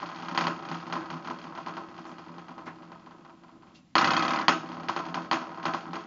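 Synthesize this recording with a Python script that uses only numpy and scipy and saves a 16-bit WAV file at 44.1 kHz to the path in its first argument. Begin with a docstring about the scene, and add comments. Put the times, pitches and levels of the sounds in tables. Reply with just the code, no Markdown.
"""Metallic clacks, a hard buzzing twang and long dying chatters: a dog paws at a coiled spring doorstop
on the skirting board of a carpeted hallway. The spring swings and its coils slap together.
Every slap drives the same board and hollow wall, which ring into the hall.
Dull booms of the wall, the dog's soft scuffs and the still air of the house lie underneath."""
import sys
import numpy as np
from scipy import signal
from scipy.fft import rfft, irfft
from scipy.io import wavfile
from scipy.ndimage import uniform_filter1d

SR = 44100
rng = np.random.default_rng(int(sys.argv[2]) if len(sys.argv) > 2 else 0)


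def master_out(mix):
    """Clip the mix to full scale and print it as 16-bit PCM to the path in sys.argv[1]."""
    frames = np.transpose(np.atleast_2d(mix))
    ceiling = np.clip(frames, -1, 1)
    pcm = np.round(ceiling * 32767).astype(np.int16)
    wavfile.write(sys.argv[1], SR, pcm)


N = 267246

# The spring is left to swing: (start [s], end [s], then at the start: knock [dB], thump [dB], slaps [1/s])
SWINGS = [(0.0, 0.33, -37.5, -54.5, 34.3), (0.5, 3.8, -40, -53, 32.5), (4.55, 5.27, -40.5, -50.5, 36),
          (5.36, 6.3, -41, -54.5, 37.4)]
THUMP_EDGE_HZ, TICK_EDGE_HZ = 532, 1720   # a slap's thump lies below these, its knock between, its tick above
CUTOFF_HZ, RESPONSE_SIZE = 7430, 32768


def from_db(db):
    """Decibels to gain."""
    return np.exp(np.asarray(db) * np.log(10) / 20)


def rms(x):
    """Root mean square."""
    return np.sqrt(np.mean(x ** 2) + 1e-20)


def at_hz(points, hz):
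    """Read a table on a log-frequency axis."""
    known_hz, values = np.transpose(points)
    return np.interp(np.log(np.maximum(hz, 1)), np.log(known_hz), values)


def passed(x, hz, kind):
    """Second-order Butterworth filter."""
    return signal.sosfilt(signal.butter(2, hz, kind, fs=SR, output="sos"), x)


def air(level_db=-59.5):
    """Room tone: the faint, steady, low noise of the house."""
    # Colour of the still air: (frequency [Hz], relative level [dB])
    colour = [(25, -15.5), (60, -13.5), (120, -4), (170, 0.5), (250, 2.5), (400, -21.5), (800, -17.5),
              (1500, -25), (3000, -24.5), (7000, -32)]
    gain = from_db(at_hz(colour, np.fft.rfftfreq(N, 1 / SR)))
    noise = irfft(rfft(rng.standard_normal(N)) * gain, N)
    return from_db(level_db) * noise / rms(noise)


def scuffs():
    """The dog's short rubs: bands of noise that swell quickly and fade."""
    # Soft scuffs and brushes: (time [s], length [s], level [dB], low edge [Hz], high edge [Hz])
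    rubs = [(2.06, .08, -65, 4200, 7000), (2.66, .065, -43, 850, 2000), (2.654, .045, -61, 2000, 6000),
            (3.742, .06, -59, 2250, 5530), (3.746, .07, -61.5, 2630, 2790)]
    out = np.zeros(N)
    for s, length, db, low_hz, high_hz in rubs:
        age = np.maximum(np.arange(N) / SR - s, 0) / (length / 4)
        rub = passed(rng.standard_normal(N), [low_hz, high_hz], "band")
        out += from_db(db) * age * np.exp(1 - age) * rub / rms(rub)
    return out


def wall_booms(swell_s=0.019, detune=0.029):
    """A soft push makes the hollow wall boom; the notes swell and die in about a tenth of a second."""
    # The wall's lowest modes: (frequency [Hz], relative level [dB])
    modes = [(170, -3), (250, -7.5)]
    # Dull bumps that set them booming: (time [s], level [dB])
    bumps = [(0.313, -35.5), (0.406, -37), (0.702, -34.5), (0.935, -45), (1.116, -35), (1.98, -43),
             (2.284, -47), (2.486, -41), (3.747, -63), (4.603, -42.5), (4.895, -45), (5.148, -45),
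             (5.889, -36.5)]
    out = np.zeros(N)
    for (s, db), offsets in zip(bumps, rng.standard_normal((len(bumps), len(modes)))):
        age = np.maximum(np.arange(N) / SR - s, 0)
        notes = sum(from_db(mode_db) * np.sin(2 * np.pi * hz * (1 + detune * offset) * age)
                    for (hz, mode_db), offset in zip(modes, offsets))
        out += from_db(db) * age / swell_s * np.exp(1 - age / swell_s) * notes
    return out


def wire_ring(t, detune=0.017):
    """The coil's modes, struck together: a short metallic clank, tuned a little differently each call."""
    # Modes of the wire: (frequency [Hz], resonance height [dB], t60 [s])
    modes = [(1020, -3, 0.019), (1370, -9, 0.016), (2023, 7.5, 0.021), (2376, 11, 0.056),
             (3167, 10.5, 0.027), (3183, 8, 0.032), (3800, -1.5, 0.0064), (4130, 17, 0.021),
             (4806, 15, 0.019), (5140, -0.5, 0.016), (5650, 3, 0.022), (6240, -12.5, 0.027)]
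    out = np.zeros(len(t))
    for (hz, db, t60), offset in zip(modes, rng.standard_normal(len(modes))):
        fade = from_db(-60 * t / t60)
        out += from_db(db) * fade / fade.sum() * np.sin(2 * np.pi * hz * (1 + detune * offset) * t)
    return out


def reflections(hall_db, clank_db, echo_db, mid_hz=1200, treble_hz=4500):
    """The wire's clank and the board's short ring, echoes off the near walls, then the hall's tail."""
    # How long the board rings: (frequency [Hz], t60 [s])
    board_t60 = [(152, 0.12), (352, 0.081), (1010, 0.015), (2210, 0.056), (5010, 0.026)]
    # How long the hall rings: (frequency [Hz], t60 [s])
    hall_t60 = [(150, 0.4), (350, 0.88), (1000, 0.23), (2200, 0.34), (5000, 0.35)]
    # The hall's tail against the board: (frequency [Hz], level [dB])
    hall_colour = [(150, -12), (1000, -10.5), (2200, -5), (5000, -9)]
    # The near walls throw each slap back: (delay [s], mid level [dB], treble level [dB])
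    echoes = [(.0078, 1, -13.5), (0.011, -5, -4), (.028, -10, -19.5), (0.04, -9, -16)]
    t, hz = np.arange(RESPONSE_SIZE) / SR, np.fft.rfftfreq(RESPONSE_SIZE, 1 / SR)
    white = rfft(rng.standard_normal(RESPONSE_SIZE))
    out = from_db(clank_db) * wire_ring(t)
    octaves_hz = np.geomspace(125, 8000, 7)
    for centre, share in zip(octaves_hz, np.eye(len(octaves_hz))):
        band = irfft(white * at_hz(list(zip(octaves_hz, share)), hz))
        arrivals = [(0, 0)] + [(s, echo_db + at_hz([(mid_hz, mid), (treble_hz, treble)], centre))
                               for s, mid, treble in echoes]
        board_power = sum((t >= s) * from_db(db - 60 * abs(t - s) / at_hz(board_t60, centre)) ** 2
                          for s, db in arrivals)
        hall = from_db(hall_db + at_hz(hall_colour, centre) - 60 * t / at_hz(hall_t60, centre))
        out += band * np.sqrt(board_power + hall ** 2)
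    return out


def faded(response):
    """Let the second half of a response sink to nothing."""
    return response * np.minimum(np.linspace(2, 0, len(response)), 1) ** 2


def evened(response, smoothing_bins=(25, 200)):
    """Flatten chance peaks: closely where the resonances stand apart, loosely where they crowd."""
    hz, spectrum = np.fft.rfftfreq(RESPONSE_SIZE, 1 / SR), rfft(response)
    power = abs(spectrum) ** 2
    fine, wide = (uniform_filter1d(uniform_filter1d(power, n), n) for n in smoothing_bins)
    return faded(irfft(spectrum / np.sqrt(np.where(hz < TICK_EDGE_HZ, fine, wide))))


def causal(gain):
    """The minimum-phase filter that has these gains: it rings only after the blow."""
    cepstrum = irfft(np.log(gain + 1e-9))
    half = len(cepstrum) // 2
    cepstrum[1:half] *= 2
    cepstrum[half + 1:] = 0
    return np.exp(rfft(cepstrum))


def coil_chirp(hz, lag_s, from_hz=4300):
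    """Phase of waves on the coil: the highest arrive late, so each slap ends in a tiny upward chirp."""
    delay = lag_s * np.clip((hz - from_hz) / (CUTOFF_HZ - from_hz), 0, 1)
    return np.exp(-2j * np.pi * np.cumsum(delay) * hz[1])


def wall_response(hall_db, chirp_s, clank_db=24.5, echo_db=0.0, ring=()):
    """One slap as heard in the hall: the reflections, coloured by the resonances of wall and coil."""
    # Broad colour of the wall: (frequency [Hz], level [dB])
    colour = [(45.45, -21.5), (101.0, -12.5), (151.5, -1.5), (323.2, -4), (404.0, -11), (707.0, 1),
              (1111.0, 2), (1717.0, -4.5), (2525.0, -10.5), (3737.0, -13.5), (4848.0, -17.5),
              (5858.0, -19.5), (6969.0, -25), (7474.0, -48)]
    # Resonances of board, wall and coil: (frequency [Hz], width [Hz], lift above the colour [dB])
    resonances = [(171, 15, 13.5), (203, 30, 4.5), (249.8, 19.7, 13), (290.5, 11, 5), (322.5, 28, 14),
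                  (350.3, 39, 11), (423, 23, 13), (509, 23, 7), (580, 23, 8), (660, 15, 9.5), (791, 57, 9),
                  (933, 55, 7.5), (1016, 72, 9), (1059, 35, 5.5), (1117, 21, 7.5), (1200, 30, 2),
                  (1272.7, 57, 12), (1354, 22, 7), (1399, 18, 5), (1462, 88, 4), (1530, 11, 8.5),
                  (1625, 15, 8.5), (1955, 130, 3), (2506, 180, 4.5), (2930, 540, 4.5), (3290, 120, 6),
                  (4306, 280, 7), (4690, 260, 6), (5150, 210, 5), (6476, 140, 7)]
    hz = np.fft.rfftfreq(RESPONSE_SIZE, 1 / SR)
    peaks_db = sum(db / (1 + (2 * (hz - centre) / width) ** 2)
                   for centre, width, db in [*resonances, *ring])
    body = causal(from_db(at_hz(colour, hz) + peaks_db))
    space = rfft(evened(reflections(hall_db, clank_db, echo_db)))
    response = irfft(space * body * coil_chirp(hz, chirp_s))
    return passed(faded(response), 46, "high")


def registers(response, opening_samples=(882, 4410, 882)):
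    """The knock, thump and tick of a response, each with rms 1 over its loud opening."""
    def split(x, hz):
        return [passed(passed(x, hz, kind), hz, kind) for kind in ("low", "high")]
    thump, rest = split(response, THUMP_EDGE_HZ)
    knock, tick = split(rest, TICK_EDGE_HZ)
    return [part / rms(part[:size]) for part, size in zip((knock, thump, tick), opening_samples)]


def play(contacts, response):
    """Contacts at one place on the coil share a response: (time [s], knock [dB], thump [dB], tick [dB])."""
    onsets = np.clip(np.round(contacts[:, 0] * SR).astype(int), 0, N - 1)
    out = np.zeros(N)
    for level_db, part in zip(contacts[:, 1:].T, registers(response)):
        impulses = np.bincount(onsets, from_db(level_db), N)
        out += signal.oaconvolve(impulses, part)[:N]
    return out


def rebounds(hits, softer_db, within_s, after_s=0, count=3, spread_db=8):
    """A slap runs along the spring and other coils touch just after; softer_db is (knock, thump, tick)."""
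    rows = np.repeat(hits, count, axis=0)
    late, weak = rng.random((len(rows), 2)).T
    times = rows[:, 0] + after_s + within_s * late
    return np.column_stack([times, rows[:, 1:] + softer_db - spread_db * weak[:, None]])


def swing_left(age, settle_s=3.6, damping_db_per_s=2.1, least=.07):
    """The share of a swing that is left: dry friction shrinks it linearly, the mount damps it further."""
    return np.clip((1 - age / settle_s) * from_db(-damping_db_per_s * age), least, 1)


def slap_rate(times, settled_per_s=44):
    """Slaps per second: the smaller the swing, the quicker."""
    start, *_, first_rate = np.transpose(SWINGS)
    latest = np.maximum(np.searchsorted(start, times) - 1, 0)
    return settled_per_s + (first_rate[latest] - settled_per_s) * swing_left(times - start[latest])


def light_touches(swing, knock_db=-6, tick_db=-15, thump_fade=0.61, uneven_db=3, jitter_s=.0022):
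    """The coils touch on every half swing, never quite in time or equally hard; the thump fades slowest."""
    start, end, swing_db, thump_db, _ = swing
    most_touches = 160
    timing, force, sharpness = np.clip(rng.standard_normal((most_touches, 3)).T, -2, 2)
    t = np.arange(int(start * SR), int(end * SR)) / SR
    times = np.interp(np.arange(most_touches), np.cumsum(slap_rate(t)) / SR, t)
    shrink_db = 20 * np.log10(swing_left(times - start))
    knock = swing_db + knock_db + shrink_db + uneven_db * force
    thump = thump_db + thump_fade * shrink_db + uneven_db * force
    tick = swing_db + tick_db + shrink_db + uneven_db * sharpness
    return np.column_stack([times + jitter_s * timing, knock, thump, tick])[times < t[-1]]


def lulled(touches, hits, lull_s=0.016, lull_db=6.5):
    """The coils part just before a clack, so the chatter sinks; the wall hums on."""
    s, knock, thump, tick = touches.T
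    ahead = hits[:, 0] - s[:, None]
    wait = np.where(ahead > 0, ahead, np.inf).min(axis=1)
    sink_db = lull_db * np.exp(-(wait / lull_s) ** 2)
    return np.column_stack([s, knock - sink_db, thump, tick - sink_db])


def chatter(hits):
    """The free swing touches the two sides of the coil in turn, each time with a few softer rebounds."""
    light = np.vstack([light_touches(swing) for swing in SWINGS])
    after = rebounds(light, softer_db=(-6.5, -10, -5.5), within_s=.016)
    return sum(play(lulled(touches, hits), wall_response(hall_db=1.0, chirp_s=.0045))
               for touches in (light[0::2], light[1::2], after))


def slaps(times, knock_db, tick_db, middling_knock_db=-38.5, middling_thump_db=-49, thump_growth=0.82):
    """Contacts of given force: the wall's thump grows more slowly than the knock."""
    thump_db = middling_thump_db + thump_growth * (knock_db - middling_knock_db)
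    return np.column_stack([times, knock_db, thump_db, knock_db + tick_db])


def surges(start_s=3.0615, period_s=.187, count=4, knock_db=-50, fade_db_per_s=11, tick_db=-12):
    """The two bending planes beat as the swing dies: at each surge the coils meet twice, a swing apart."""
    age = period_s * np.arange(count)
    times, level_db = start_s + age, knock_db - fade_db_per_s * age
    first = slaps(times, level_db, tick_db)
    second = slaps(times + 2 / slap_rate(times), level_db - 2, tick_db)
    rows = np.vstack([first, second])
    rows[:, 2] -= 4   # less thump: they hardly move the wall
    return rows


def clacks(hits, hard_above_db=-28.3, places=3):
    """Hard blows clank; lighter ones land at a few places on the coil, each with its own ring."""
    # How the coil's ring changes when struck hard: (frequency [Hz], width [Hz], gain [dB])
    hard_ring = [(175, 54, -6.5), (520, 140, 0.5), (1900, 270, 3.5), (3070, 330, 3), (3650, 420, -2),
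                 (4450, 600, 3), (5900, 450, -6)]
    hard = hits[:, 1] > hard_above_db
    after = rebounds(hits, softer_db=(-11, -11, -14), within_s=.016)
    lighter = sum(play(hits[~hard][k::places], wall_response(hall_db=-2.0, chirp_s=.003, clank_db=22.5))
                  for k in range(places))
    clank = wall_response(hall_db=-2.5, chirp_s=.00099, clank_db=28.0, echo_db=0.5, ring=hard_ring)
    return play(hits[hard], clank) + lighter + play(after, wall_response(hall_db=3.5, chirp_s=.0036))


def twang_slaps(start_s=3.981, gap_s=.032, shortening_s=.00042, lead_s=.0019, count=16):
    """The swings quicken and dull as they shrink; the back swing strikes early, softer and duller."""
    # each is (knock, thump, tick)
    start_db, fade_db_per_s, back_swing_db = (-26.5, -37, -29.5), (16, 14, 30), (-0.5, -0.5, -3.0)
    k = np.arange(count)
    back = k % 2
    age = k * gap_s - shortening_s * k ** 2 / 2 - lead_s * back
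    levels = np.array(start_db) - np.outer(age, fade_db_per_s) + np.outer(back - .5, back_swing_db)
    return np.column_stack([start_s + age, levels])


def twang():
    """The wide swing slaps each side of the coil in turn; neighbouring coils close after it and rasp."""
    # How the coil's ring changes when it swings wide: (frequency [Hz], width [Hz], gain [dB])
    wide_ring = [(165, 60, -2.5), (253, 30, 1.5), (319, 21, 2), (396, 58, -10.5), (865, 32, -12.5),
                 (1020, 230, -1), (1560, 180, 1), (1930, 250, 3), (5150, 220, 0), (6700, 400, -0.5)]
    out, buzz = np.zeros(N), twang_slaps()
    for side in (buzz[0::2], buzz[1::2]):
        rasp = rebounds(side, softer_db=(-10, -22, -3), within_s=.004)
        knocks = rebounds(side, softer_db=(-6, -18, -14), after_s=.005, within_s=.00317, count=1)
        response = wall_response(hall_db=-2.5, chirp_s=.0048, clank_db=24.0, echo_db=-0.5, ring=wide_ring)
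        out += play(np.vstack([side, rasp, knocks]), response)
    return out


def doorstop():
    """The spring: clacks, the twang and the chatter between them."""
    # The coils clack together: (time [s], knock [dB], tick against the knock [dB])
    blows = [(0.018, -38.5, -12), (0.16, -49, -1), (0.186, -45, -9), (0.222, -42.5, -7), (0.248, -47, -5),
             (0.284, -37.5, -7.5), (0.312, -49.5, 0), (0.348, -35.5, -6.5), (0.376, -27.5, -1.5),
             (0.409, -30, -6), (0.440, -34.5, -6.5), (0.469, -28, -6.5), (0.625, -43.5, -12),
             (0.650, -50, -6), (0.687, -45, -1), (0.714, -36, -9.5), (0.745, -43, -4.5), (0.867, -44.5, -8),
             (0.899, -41, -13), (0.925, -33, -6), (0.955, -34.5, -14), (1.008, -45, -10),
             (1.102, -40, -5.5), (1.127, -43, -10), (1.246, -46, -7), (1.273, -38.5, -9),
             (1.300, -36, -11.5), (1.387, -50, -5), (1.441, -45, -9), (1.465, -59, -1),
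             (1.551, -44.5, -8.5), (1.575, -39.5, -14), (1.662, -37, -11.5), (1.683, -41, -9),
             (1.768, -38.5, -10.5), (1.979, -44, -10), (2.053, -45, -12), (2.183, -47, -8.5),
             (2.283, -50.5, -9.5), (2.382, -46, -10), (2.483, -46.5, -11), (2.506, -50, -13),
             (2.58, -44, -15), (2.667, -42, -19), (2.822, -51, -13), (2.918, -47, -12), (3.954, -21, -5),
             (4.482, -19.5, -2), (4.833, -45, -8), (4.885, -29, -7), (4.963, -31.5, -8.5),
             (4.990, -36.5, -10), (5.052, -46, -3.5), (5.085, -43.5, -12), (5.143, -35, -3.5),
             (5.167, -34, -21), (5.313, -26, -5), (5.33, -28.5, -5), (5.415, -40, -11), (5.629, -40, -8),
             (5.654, -29, -7.5), (5.680, -33.5, -15), (5.736, -31, -9), (5.932, -37.5, -9.5),
             (5.955, -38.5, -7)]
    hits = np.vstack([slaps(*np.transpose(blows)), surges()])
    return clacks(hits) + twang() + chatter(hits)


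def scene():
    """The quiet house, the dog's scuffs, the wall's boom and the spring, in mono."""
    return (air() + scuffs() + wall_booms() + doorstop())[None]


def record(dry):
    """A narrow-band microphone channel: a steep low-pass takes off the top."""
    return signal.sosfilt(signal.ellip(10, .3, 70, CUTOFF_HZ, fs=SR, output="sos"), dry)


dry = scene()
out = record(dry)
master_out(out)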